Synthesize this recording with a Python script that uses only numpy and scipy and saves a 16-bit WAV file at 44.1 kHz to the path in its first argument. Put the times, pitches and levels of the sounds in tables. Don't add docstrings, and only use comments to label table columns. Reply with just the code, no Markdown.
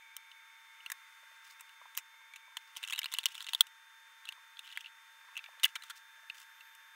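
import sys
import numpy as np
from scipy import signal
from scipy.fft import rfft, irfft
from scipy.io import wavfile
from scipy.ndimage import uniform_filter1d

SR = 44100
rng = np.random.default_rng(int(sys.argv[2]) if len(sys.argv) > 2 else 0)


def level_to_linear(level):
    exponent = np.asarray(level, float) / 20
    return 10 ** exponent


def unload_wav(signal):
    wavfile.write(
        sys.argv[1],
        SR,
        np.round(np.clip(np.atleast_2d(signal).T, -1, 1) * 32767).astype(np.int16),
    )


N = 306495
TIME = np.arange(N) / SR

# frequency in Hz, density in dB per Hz.
FLOOR_COLOUR = [(150, -42.5), (300, -40.5), (450, -41), (500, -23), (720, -25.5), (1000, -12), (1400, -5),
                (2100, -3), (2450, -2), (2700, -7.5), (4200, -14.5), (7000, -16.5), (11000, -21)]
# centre in Hz, width in Hz, gain in dB.
ROOM_RESONANCES = [(568, 60, 8), (782, 130, 7), (1102, 110, 9.5), (1350, 310, 7), (1600, 170, 7),
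                   (1770, 22, 2), (2000, 280, 4), (9400, 610, 3.5), (12400, 250, 4), (13700, 740, 1.5)]
# time in seconds, centre in Hz, level in dB.
DISTANT_RUSH = [(0, 2250, -63), (0.499, 2200, -65), (0.95, 2150, -64), (1.199, 2000, -72), (1.6, 2200, -65.5),
                (1.999, 2150, -69.5), (2.448, 2250, -65), (2.798, 2100, -70.5), (3.7, 1900, -71),
                (4.2, 1850, -70), (5.0, 1950, -73), (5.499, 1720, -68), (6.2, 1700, -64), (6.95, 1700, -67.5)]
# time in seconds, level in dB.
DRAUGHT_LEVEL = [
    (0, -89),
    (5.199, -87),
    (5.5, -82),
    (5.901, -84.5),
    (6.2, -81),
    (6.45, -80),
    (6.65, -74),
    (6.95, -81),
]
# frequency in Hz, level in dB rms.
WHINE_TONES = [(906, -70), (1600, -69.5), (1790, -72.5), (3201, -79.5), (3580, -67), (4800, -93),
               (5368, -86), (6401, -79), (8000, -99.5), (11203, -98), (12800, -93.5), (14406, -89.5)]
# start in seconds, thud in dB, knock in dB over the thud.
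PANEL_TAPS = [(1.23, -57, 4), (1.313, -62, 2), (1.814, -58, 16.5), (1.855, -54, 13.5), (2.14, -70, 19),
              (2.211, -70, 16), (2.256, -73, 12), (2.478, -57.5, 7), (2.52, -66, 13), (4.375, -63, 15),
              (5.242, -59, 5), (5.285, -61, 14), (5.325, -68, 15), (5.487, -54, 10.5), (5.533, -63, 11),
              (5.575, -56, -1), (6.178, -63, 1), (6.23, -58, -5)]
# start in seconds, length in seconds, treble in dB, shell ring in dB over the treble.
GRINDING_BOUTS = [(1.441, 0.096, -64, -14), (2.58, 0.24, -71.5, -6), (2.755, 0.033, -64, 3),
                  (2.819, 0.29, -69.5, 6), (3.11, 0.11, -60, 3), (3.274, 0.34, -64.5, 1),
                  (4.636, 0.18, -64.5, 5.5), (4.824, 0.068, -78, 11), (5.354, 0.15, -77, 2),
                  (5.67, .04, -64.5, 0), (5.82, .1, -68.5, -3), (5.955, .035, -63.5, -14),
                  (6.345, .065, -60, -5), (6.421, .02, -61.5, -7)]
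# time in seconds, shell ring in dB, shell ring in Hz, brittle edge in dB over the ring.
FAINT_NIBBLES = [(0.315, -46, 3120, -18), (0.804, -47.5, 2780, -26), (1.6923, -49, 2870, -5),
                 (2.3367, -41, 2280, -8.5), (2.753, -50, 3100, -6), (2.875, -38.5, 2850, 2.5),
                 (3.1596, -51, 3340, -3), (3.1713, -48, 2630, 3), (3.203, -55, 3260, -6),
                 (3.2855, -44, 3290, 0), (3.324, -51, 3000, 2), (3.346, -43, 3130, 0),
                 (3.4154, -41.5, 4255, -4), (3.5617, -52, 3030, -8), (3.6681, -47.5, 3000, 2.5),
                 (4.273, -44, 2700, -33), (4.3228, -41, 3240, -8), (4.5699, -43.5, 3320, -23),
                 (4.7018, -45.5, 2770, -21), (4.725, -42.5, 2990, -11), (4.7626, -40, 3240, -27),
                 (4.8592, -38.5, 2800, -32), (5.355, -42, 2620, -14), (5.3807, -37.5, 2700, -24),
                 (5.4601, -42, 2310, -30), (5.5976, -43.5, 3220, -6.5), (5.6796, -47, 3000, -3),
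                 (5.822, -42, 3280, -8), (6.6073, -45, 2750, -8), (6.75, -55, 2990, 9.5)]
# time in seconds, ring in dB, ring in Hz, edge in dB.
CRUMBLING_CRUNCHES = [(0.9178, -32.5, 1890, 9.5), (1.6085, -46.5, 2230, 11.5), (1.9505, -45.5, 3130, 3),
                      (1.9693, -50, 2660, 17), (2.5692, -29.5, 3190, -3.5), (2.764, -36.5, 2920, -6),
                      (2.7748, -46, 3230, 3), (2.8292, -33.5, 2810, -4), (2.8478, -41, 2760, -1),
                      (2.8988, -31.5, 2870, -5), (2.9337, -30, 2770, -1.5), (2.9819, -31, 2980, -4.5),
                      (3.0166, -35, 2000, -16), (3.031, -31, 3100, -10), (3.1175, -39.5, 3480, -1),
                      (3.1287, -40, 3340, -4), (3.147, -31.5, 2780, -30), (3.3785, -36.5, 2940, -6),
                      (3.4054, -33.5, 3500, -8), (3.4241, -40.5, 3370, 4), (3.4436, -39.5, 3470, -3.5),
                      (3.473, -37, 3050, -17), (4.253, -41.5, 3320, -5.5), (4.5919, -34, 2994, -6),
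                      (4.7737, -26, 2100, -9.5), (4.8444, -40.5, 2744, -37), (5.3747, -32.5, 2830, -4.5),
                      (5.7544, -33, 2000, -1.5), (5.9059, -39.5, 3330, -44), (6.2981, -30, 2660, -21)]
# time in seconds, ring in dB, ring in Hz, edge in dB over the ring.
CLEAN_SNAPS = [(0.1662, -37.5, 3070, 9.5), (0.8619, -33, 2900, -8.5), (1.9752, -29.5, 3010, 13),
               (2.7688, -35.5, 3020, 5.5), (2.885, -36.5, 3020, -1), (2.9246, -28, 3260, -3),
               (2.9783, -35, 3200, -7), (2.9486, -37, 2740, -10), (2.96, -34.5, 3060, -6),
               (2.9905, -23.5, 3000, 2.5), (3.043, -27.5, 3640, -5.5), (3.0579, -27.5, 2860, -7.5),
               (3.1385, -27, 3980, 6.5), (3.1858, -20.5, 3010, -3), (3.1929, -34, 3560, -24),
               (3.2325, -38, 2930, -5), (3.2391, -34, 2780, -7), (3.2571, -16.5, 3170, 1.5),
               (3.3525, -35.5, 3240, -3), (3.4669, -35, 3160, -2), (3.4868, -31.5, 3010, -18),
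               (3.4909, -34, 3655, -2), (3.5338, -24.5, 3020, -1.5), (3.5483, -19, 3450, -6),
               (3.6079, -8, 3330, 0), (4.289, -28.5, 2940, -7), (5.3674, -29.5, 2667, -13),
               (5.3911, -36, 2600, -27), (5.4411, -39.5, 2360, -30), (5.6331, -22.5, 2800, -2)]
# time in
# seconds, ring in dB, ring in Hz, edge in dB over the ring, breaking time in ms.
TIMED_BREAKS = [(0.9007, -35, 2080, 3.5, 3), (1.4762, -60, 2260, 7, 6), (1.5945, -51, 2530, -1, 18),
                (1.9815, -38.5, 2530, 3, 17), (2.359, -42, 2820, -1.5, 10.7),
                (2.8368, -29.5, 2884, -10, 6.5), (2.9063, -35, 3150, 1, 6), (2.9305, -29, 2520, -6, 2.4),
                (4.2832, -42, 2840, -14, 2.6), (3.1238, -37.5, 3470, 4, 3.9),
                (3.2632, -22.5, 3000, -8, 2.9), (5.6368, -27.5, 2600, 9, 11),
                (5.6422, -13.5, 3010, -17, 4.9), (5.6519, -25.5, 3120, 6.5, 4.5),
                (5.6555, -25.5, 2146, -23, 4), (5.7575, -38.5, 1390, -10.5, 11.7),
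                (5.8347, -45, 3280, 1, 8.6), (5.836, -44.5, 1272, -22, 4.9),
                (5.8976, -43.5, 3330, 5.5, 17), (5.899, -39.5, 1415, -21, 3.5),
                (5.908, -41.5, 1444, -25, 6.4), (6.4009, -54, 3150, 10, 6.1),
                (4.8665, -43, 2840, -25, 9), (5.7575, -34, 3130, -7, 11)]
# mode in Hz, level in dB over the shell ring, t60 in seconds.
BODY_MODES = [(1075, -23.5, 0.017), (1600, -20, .01), (2064, -16, 0.01), (2724, -12.5, 0.0031),
              (3625, -6.5, 0.012)]
# frequency in Hz, gain in dB.
EDGE_RESPONSE = [(4600, 3.5), (5300, 3.5), (6400, 1.5), (8600, -3.5), (11000, -8), (14800, -7.5),
                 (15600, -4)]
# first echo in seconds, first echo in dB, diffuse echo in dB, t60 in seconds.
ENCLOSURE_WALLS = (.003, -13, -13, .017)
# frequency in Hz, gain in dB.
CLOSE_RESPONSE = [(300, -30), (800, -8), (1000, 0), (15700, 0), (16000, -17), (17000, -26)]

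HISS_DB, HISS_TOP_HZ = -61.5, 15760
RUSH_WIDTH_HZ = 140
DRAUGHT_LO_HZ, DRAUGHT_HI_HZ = 12200, 13900
THUD_HZ, KNOCK_HZ, TAP_T60_S = 638, 1010, 0.019
BOUT_SLEW_S, GRIND_RING_HZ = 0.025, 3150
CRUMBS_PER_S, CRUMB_DB, CRUMB_SCATTER_DB, CRUMB_EDGE_DB, CRUMB_MS = 48, 11.5, 5, -5.5, 1.6
SNAP_MS, CRUNCH_MS, NIBBLE_MS = 2.45, 4.76, 4.7
SHELL_T60_S = 0.006
EDGE_HZ, EDGE_HZ_PER_DB, HARD_HZ_PER_DB = 7980, 295.5, 145
EDGE_WIDTH_HZ, FLAT_EDGE_DB = 6550, -0.5
HARD_DB, HARD_PURITY = -33, 0.37
CRACK_DB, CRACK_LO_HZ = -7.5, 970
BASS_CUT_HZ, TOP_HZ = 470, 16900


def level(x, db):
    return x * level_to_linear(db) / np.sqrt(np.mean(x ** 2))


def crest(x, db):
    return x * level_to_linear(db) / np.sqrt(2 * uniform_filter1d(x ** 2, size=60).max())


def ring(x, hz, t60):
    r = np.exp(-np.log(1000) / (t60 * SR))
    return signal.lfilter([1 - r, 0, r - 1], [1, -2 * r * np.cos(2 * np.pi * hz / SR), r * r], x)


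def band(x, lo_hz, hi_hz):
    return signal.sosfilt(signal.butter(2, [lo_hz, hi_hz], "band", fs=SR, output="sos"), x)


def shape(x, table):
    hz = np.arange(N // 2 + 1) * SR / N + 1
    points_hz, points_db = np.transpose(table)
    return irfft(rfft(x) * level_to_linear(np.interp(np.log(hz), np.log(points_hz), points_db)), N)


def walk(rate):
    k = int(SR / rate)
    steps = np.repeat(rng.standard_normal(N // k + 1), k)
    return uniform_filter1d(uniform_filter1d(steps, k), k)[:N]


def add(out, s, sound):
    i = int(s * SR)
    out[i:i + len(sound)] += sound[:N - i]


def splinters(size, scatter_db):
    return rng.standard_normal(size) * level_to_linear(scatter_db * rng.exponential(size=size))


def hiss():
    hz = np.arange(N // 2 + 1) * SR / N
    room_db = sum(db * np.exp(-(2 * (hz - f) / width) ** 2) for f, width, db in ROOM_RESONANCES)
    room = level_to_linear(room_db) * (hz < HISS_TOP_HZ)
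    noise = irfft(rfft(rng.standard_normal(N)) * room, N)
    return level(shape(noise, FLOOR_COLOUR), HISS_DB) * level_to_linear(0.9 * walk(3))


def distant_rush():
    s, centre_hz, db = np.transpose(DISTANT_RUSH)
    low_pass = signal.butter(2, RUSH_WIDTH_HZ / 2, fs=SR, output="sos")
    slow = signal.sosfilt(low_pass, rng.standard_normal((2, N)))
    turn = 2 * np.pi * np.cumsum(np.interp(TIME, s, centre_hz)) / SR
    rush = level(slow[0] * np.cos(turn) + slow[1] * np.sin(turn), 0)
    return rush * level_to_linear(np.interp(TIME, s, db) + 1.9 * walk(17))


def draught():
    s, db = np.transpose(DRAUGHT_LEVEL)
    air = band(rng.standard_normal(N), DRAUGHT_LO_HZ, DRAUGHT_HI_HZ)
    air = band(air, DRAUGHT_LO_HZ, DRAUGHT_HI_HZ)
    return level(air, 0) * level_to_linear(np.interp(TIME, s, db) + 1.5 * walk(12))


def whine():
    out = np.zeros(N)
    for hz, db in WHINE_TONES:
        gain = np.sqrt(2) * level_to_linear(db + 0.4 * walk(11))
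        out += gain * np.sin(2 * np.pi * np.cumsum(hz + 1.2 * walk(13)) / SR)
    return out


def taps():
    out, t = np.zeros(N), TIME[:3000]
    for s, thud_db, knock_db in PANEL_TAPS:
        push = band(rng.standard_normal(len(t)) * np.exp(-t / 0.0022), 520, 1500)
        thud = crest(ring(push, THUD_HZ, TAP_T60_S / 2), thud_db - 6.5)
        knock = crest(ring(push, KNOCK_HZ, TAP_T60_S), thud_db + knock_db - 5)
        add(out, s, thud + knock)
    return out


def grinding():
    grit = splinters(N, scatter_db=3.0) * level_to_linear(5.5 * walk(150))
    bright = level(shape(band(grit, 3300, 19000), EDGE_RESPONSE), 0)
    ringing = level(band(grit, GRIND_RING_HZ / 1.2, GRIND_RING_HZ * 1.1), 0)
    out = np.zeros(N)
    for s, length, db, ring_db in GRINDING_BOUTS:
        gate = 1.0 * (TIME > s) * (TIME < s + length)
        gate = uniform_filter1d(gate, size=int(BOUT_SLEW_S * SR))
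        out += gate * level_to_linear(db) * (bright + level_to_linear(ring_db) * ringing)
    return out


def crumbs():
    luck = rng.uniform(-1, 1, (int(CRUMBS_PER_S * N / SR), 3))
    times = (np.arange(len(luck)) + 0.5 + luck[:, 0] / 2) / CRUMBS_PER_S
    rows = []
    for s, length, db, ring_db in GRINDING_BOUTS:
        for t, (_, u, v) in zip(times, luck):
            if s < t < s + length:
                crumb_db = db + ring_db + CRUMB_DB + CRUMB_SCATTER_DB * u
                hz = GRIND_RING_HZ * (1 + 0.043 * v)
                rows.append((t, crumb_db, hz, CRUMB_EDGE_DB - ring_db, CRUMB_MS))
    return rows


def fracture_burst(ms):
    t = TIME[:1500]
    spread = 1 - np.exp(-(t / 0.001) ** 2)
    return splinters(len(t), scatter_db=3.0) * spread * np.exp(-(t / (0.00064 * ms)) ** 1.61)


def body_ring(burst, brittle_db):
    out = np.zeros(len(burst))
    for hz, db, t60 in BODY_MODES:
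        shift, uneven = rng.uniform(-1.22, 1, 2)
        out += level_to_linear(db + 4 * uneven + brittle_db) * ring(burst, hz * (1 + 0.08 * shift), t60)
    return out


def brittle_edge(burst, edge_hz):
    lo_hz = max(edge_hz - EDGE_WIDTH_HZ / 2, 4500.0)
    hi_hz = min(edge_hz + EDGE_WIDTH_HZ / 2, 17000.0)
    return band(burst, lo_hz, hi_hz) + level_to_linear(FLAT_EDGE_DB) * band(burst, 4600, 17000)


def bites(rows):
    rings, edges = np.zeros(N), np.zeros(N)
    for s, ring_db, hz, edge_db, ms in rows:
        burst = fracture_burst(ms)
        over_db = max(ring_db - HARD_DB, 0)
        shell = ring(ring(burst, hz, SHELL_T60_S), hz, 0.0015)
        brittle_db = np.clip(0.63 * (edge_db + 10), -9, 4) - HARD_PURITY * over_db
        body = body_ring(burst, brittle_db)
        crack_db = min(edge_db, 3) + CRACK_DB - HARD_PURITY * over_db
        crack = band(burst, CRACK_LO_HZ, 4600)
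        edge_hz = EDGE_HZ + EDGE_HZ_PER_DB * max(edge_db, 0) + HARD_HZ_PER_DB * over_db
        edge = brittle_edge(burst, edge_hz)
        start = s - 0.0007
        add(rings, start, crest(shell + body, ring_db) + crest(crack, ring_db + crack_db))
        add(edges, start, crest(edge, ring_db + edge_db))
    return rings + shape(edges, EDGE_RESPONSE)


def enclosure(x):
    first_s, first_db, diffuse_db, t60 = ENCLOSURE_WALLS
    t = TIME[:3000]
    echo = rng.standard_normal(len(t)) * np.exp(-np.log(1000) * t / t60) * (t > first_s)
    echo = echo * level_to_linear(diffuse_db) / np.sqrt(np.sum(echo ** 2))
    echo[[0, int(first_s * SR)]] = 1, level_to_linear(first_db)
    return signal.fftconvolve(x, echo)[:N]


def chewing():
    rows = list(TIMED_BREAKS)
    for kind, ms in ((CLEAN_SNAPS, SNAP_MS), (CRUMBLING_CRUNCHES, CRUNCH_MS), (FAINT_NIBBLES, NIBBLE_MS)):
        rows += [(*row, ms) for row in kind]
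    chew = bites(rows) + bites(crumbs()) + grinding()
    return shape(enclosure(chew), CLOSE_RESPONSE)


def scene():
    cut = signal.butter(8, BASS_CUT_HZ, "high", fs=SR, output="sos")
    near = signal.sosfilt(cut, chewing() + taps())
    return (near + whine() + hiss() + distant_rush() + draught())[None]


def roll_off(x):
    return signal.sosfilt(signal.butter(12, 16970, fs=SR, output="sos"), x)


def record(dry):
    top_cut = signal.ellip(8, 0.2, 70, TOP_HZ, fs=SR, output="sos")
    mix = signal.sosfilt(top_cut, dry)
    return roll_off(mix)


dry = scene()
out = record(dry)
unload_wav(out)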